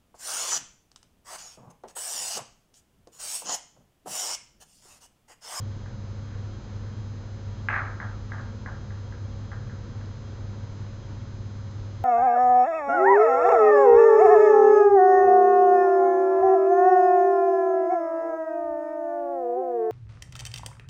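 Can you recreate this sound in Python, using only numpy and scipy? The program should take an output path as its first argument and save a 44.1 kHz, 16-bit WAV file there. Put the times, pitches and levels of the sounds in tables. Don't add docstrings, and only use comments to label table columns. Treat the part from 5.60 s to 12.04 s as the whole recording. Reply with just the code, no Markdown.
import sys
import numpy as np
from scipy import signal
from scipy.fft import rfft, irfft
from scipy.io import wavfile
from scipy.ndimage import uniform_filter1d

SR = 44100
rng = np.random.default_rng(int(sys.argv[2]) if len(sys.argv) > 2 else 0)


def inscribe(sig):
    pcm = np.round(np.clip(np.atleast_2d(sig).T, -1, 1) * 32767)
    wavfile.write(sys.argv[1], SR, pcm.astype(np.int16))


N = 284004

# t/s, peak level before echoes/dB, boost of the low knock/dB
BALL_HITS = [ (0.2600, -39, 14), (2.0863, -12.5, -1), (2.1283, -18, -4), (2.1405, -16.5, -3.5),
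             (2.1626, -17, -1.5), (2.1939, -21.5, -3), (2.4012, -23.5, 4.5), (2.4286, -30.5, -0.5),
             (2.7191, -26, 6), (2.7818, -31.5, 7), (3.0606, -25.5, 7.5), (3.3056, -38.5, -3.5),
             (3.5240, -39, 1), (3.9166, -30.5, 10), (4.0963, -37.5, 4), (4.4121, -45, 3), ]
# f/Hz, relative level/dB
DIRECT_COLOUR = [(200, -39.5), (500, -26), (900, -14), (1300, -8), (1620, 1), (1850, -5.5), (2050, -4),
                 (2350, -12), (2800, -17.5), (3300, -19.5), (4500, -25), (7500, -42.5)]
# f/Hz, relative level/dB
HALL_COLOUR = [(200, -30.5), (480, -15.5), (680, -12), (830, -7.5), (980, -8.5), (1220, -3), (1400, -0.5),
               (1600, -2), (1830, -3.5), (2050, -12), (2300, -11), (3000, -19), (4100, -14), (5200, -37.5)]
# delay/s, relative level/dB
FIRST_ECHOES = [(.0025, -11.5), (.0036, -6), (0.0146, -7), (0.0185, -13), (.0268, -12)]
# f/Hz, time to fade by 60 dB/s
HALL_FADE = [(300, .7), (1100, 0.58), (2000, 0.45), (5000, 0.49)]
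HALL_BANDS = [0, 700, 1400, 2400, 4000, 9000]
# f/Hz, relative level/dB, time to fade by 60 dB/s
LINGERING_TONES = [(1188, -6, .55), (1597.5, 0, .55), (1673.4, -2, .5)]
# t/s, peak level/dB
CUSHION_THUDS = [(1.336, -29.5), (2.404, -31.5)]
# t/s, peak level/dB
HIGH_TICKS = [(1.1624, -48), (2.811, -48), (4.4579, -50.5), (6.1100, -51)]
# middle t/s, length/s, level/dB, centre f/Hz
CLOTH_SLIDES = [(0.719, .24, -59, 1490), (1.278, 0.12, -59, 1520), (1.653, .16, -55.5, 650)]
HUM_PITCHES = [100.2, 117, 200.2, 218, 242.5, 484.5, 548.6, 963.6]
# level/dB, amount of wavering (0 to 1)
HUM_LEVELS = [(-37, 0.16), (-48.5, 0.7), (-53, .4), (-55.5, 0.66), (-56.5, .4), (-64, 0.6), (-60.5, 0.1),
              (-69.5, 0.6)]
# f/Hz, relative level/dB
DUCT_COLOUR = [(15, -14.5), (28, -6.5), (42, 2.5), (54, -4.5), (75, -1.5), (104, 0), (135, -2),
               (162, -15.5), (205, -11), (270, -17), (400, -25), (800, -60)]
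# f/Hz, relative level/dB
AIR_COLOUR = [(150, -8.5), (300, 2.5), (480, 1), (700, -5), (1050, -4.5), (1500, -7), (2000, -12.5),
              (2700, -17), (3400, -16.5), (4400, -22), (5800, -26.5), (7400, -29.5)]
# multiple of the switching rate, relative level/dB
WHINE_OVERTONES = [(10, -79.5), (11, -84), (12, -81.5), (13, -72.5), (14, -68.5), (15, -74.5), (16, -76.5),
                   (17, -69.5), (18, -77), (19, -83.5), (20, -74.5), (21, -72.5), (22, -71), (23, -81.5),
                   (24, -78), (25, -83)]


def ball_clacks(hall_db=3.0, ring_db=-6, knock_hz=950, size=2048):
    out, hz = np.zeros(N), frequencies(size)
    for start, db, knock_db in BALL_HITS:
        push = contact_push(db, size)
        knock = knock_db / (1 + (hz / knock_hz) ** 4)
        direct = signal.fftconvolve(push, pulse(gain(look_up(DIRECT_COLOUR, hz) + knock), size))
        to_hall = signal.fftconvolve(push, pulse(gain(look_up(HALL_COLOUR, hz) + knock), size))
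        direct *= gain(db) / np.abs(direct).max()
        to_hall /= np.linalg.norm(to_hall)
        add(out, start, direct)
        for delay, echo_db in FIRST_ECHOES:
            add(out, start + delay, direct * gain(echo_db))
        hall_gain = gain(hall_db) * np.linalg.norm(direct)
        add(out, start, hall_gain * signal.fftconvolve(to_hall, hall_tail()))
        add(out, start, hall_gain * gain(ring_db) * lingering_tones())
    return out


def contact_push(db, size, gentle_hz=1885, rise_hz=770, hard_db=-12.5, steepness=9, leak_db=-22):
    edge_hz = gentle_hz + rise_hz * gain(db - hard_db) ** 1.56
    push = pulse(1 / np.sqrt(1.5 + (frequencies(size) / edge_hz) ** (2 * steepness)), size)
    push[0] += gain(leak_db)
    return push


def hall_tail(gap_s=0.003, build_s=0.006):
    t, hz = np.arange(SR) / SR, frequencies(SR)
    spectrum, tail = rfft(rng.standard_normal(SR)), 0
    for low, high in zip(HALL_BANDS, HALL_BANDS[1:]):
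        band = irfft(spectrum * ((hz >= low) & (hz < high)), SR)
        fade_s = look_up(HALL_FADE, (low + high) / 2)
        tail = tail + band * gain(-60 * t / fade_s)
    tail *= 1 - np.exp(-np.maximum(t - gap_s, 0) / build_s)
    return tail / np.sqrt(np.sum(tail ** 2) * SR / 2 / HALL_BANDS[-1])


def lingering_tones():
    t = np.arange(SR) / SR
    ring = sum(gain(db - 60 * t / fade_s) * np.sin(2 * np.pi * (hz * t + rng.random()))
               for hz, db, fade_s in LINGERING_TONES)
    return ring / np.linalg.norm(ring)


def cushion_thuds(frame_hz=108, rise_s=0.022):
    out, t = np.zeros(N), np.arange(SR // 4) / SR
    swell = t / rise_s * np.exp(1 - t / rise_s)
    for start, db in CUSHION_THUDS:
        add(out, start, gain(db) * swell * np.sin(2 * np.pi * frame_hz * t))
    return out


def ticks(centre_hz=5000, width_hz=900, decay_s=0.0029):
    out, t = np.zeros(N), np.arange(SR // 20) / SR
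    ring_filter = signal.iirpeak(centre_hz, centre_hz / width_hz, fs=SR)
    for start, db in HIGH_TICKS:
        burst = rng.standard_normal(len(t)) * np.exp(-t / decay_s)
        tick = signal.lfilter(*ring_filter, burst)
        add(out, start, gain(db) * tick / np.abs(tick).max())
    return out


def cloth_rustles(flicker_db=3):
    out = np.zeros(N)
    for middle, length, db, hz in CLOTH_SLIDES:
        rub = noise([(hz / 2, -20), (hz, 0), (hz * 2, -20), (SR / 2, -80)])
        rub *= gain(flicker_db * drift(41))
        swell = np.hanning(int(length * SR))
        add(out, middle - length / 2, gain(db) * swell * rub[:len(swell)])
    return out


def ventilation(rumble_db=-40, air_db=-51.0, sway_db=0.47, whistle_hz=3240, whistle_db=-73.0):
    hum = sum(gain(db) * wavering_tone(hz, waver, rate_hz=6)
              for hz, (db, waver) in zip(HUM_PITCHES, HUM_LEVELS))
    rumble = gain(rumble_db) * noise(DUCT_COLOUR)
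    air = gain(air_db + sway_db * drift(9)) * noise(AIR_COLOUR)
    whistle = gain(whistle_db + 1.2 * drift(16)) * wavering_tone(whistle_hz, waver=1.6, rate_hz=50)
    return hum + rumble + air + whistle


def camera_whine(switching_hz=292.97, volume_db=-0.26, scatter_radians=0.54, size=2048):
    hz, t = frequencies(size), np.arange(N) / SR
    one_pulse = pulse(gain(look_up(WHINE_OVERTONES, hz / switching_hz)), size)
    pulse_phases = np.unwrap(np.angle(rfft(one_pulse)))
    out = np.zeros(N)
    for multiple, db in WHINE_OVERTONES:
        pitch = multiple * switching_hz
        phase = np.interp(pitch, hz, pulse_phases) + scatter_radians * rng.standard_normal()
        out += gain(db) * normalise(np.cos(2 * np.pi * pitch * t + phase))
    return gain(volume_db) * out


def wavering_tone(hz, waver, rate_hz):
    wander = 1 + waver * (drift(rate_hz) + 1j * drift(rate_hz))
    steady = np.exp(2j * np.pi * (hz * np.arange(N) / SR + rng.random()))
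    return normalise(np.real(wander * steady))


def noise(colour):
    white = rfft(rng.standard_normal(N))
    return normalise(irfft(white * gain(look_up(colour, frequencies(N))), N))


def drift(rate_hz):
    hold = int(SR / rate_hz)
    steps = np.repeat(rng.standard_normal(N // hold + 1), hold)
    return normalise(uniform_filter1d(uniform_filter1d(steps, hold), hold)[:N])


def pulse(strengths, size):
    cepstrum = irfft(np.log(strengths + 1e-9))
    cepstrum[1:size // 2] *= 2
    cepstrum[size // 2 + 1:] = 0
    return irfft(np.exp(rfft(cepstrum)))


def look_up(points, hz):
    f, value = np.transpose(points)
    return np.interp(np.log(np.maximum(hz, 1)), np.log(f), value)


def frequencies(size):
    return np.arange(size // 2 + 1) * SR / size


def gain(db):
    return 10 ** (np.asarray(db) / 20)


def normalise(x):
    return x / np.sqrt(np.mean(x ** 2))


def add(out, start_s, sound):
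    i = int(start_s * SR)
    out[i:i + len(sound)] += sound[:N - i]


def scene():
    return (ball_clacks() + cushion_thuds() + cloth_rustles() + ticks()
            + ventilation() + camera_whine())[None]


def record(dry, cutoff_hz=7550):
    return signal.sosfilt(signal.ellip(10, 0.2, 70, cutoff_hz, fs=SR, output="sos"), dry)


dry = scene()
out = record(dry)
inscribe(out)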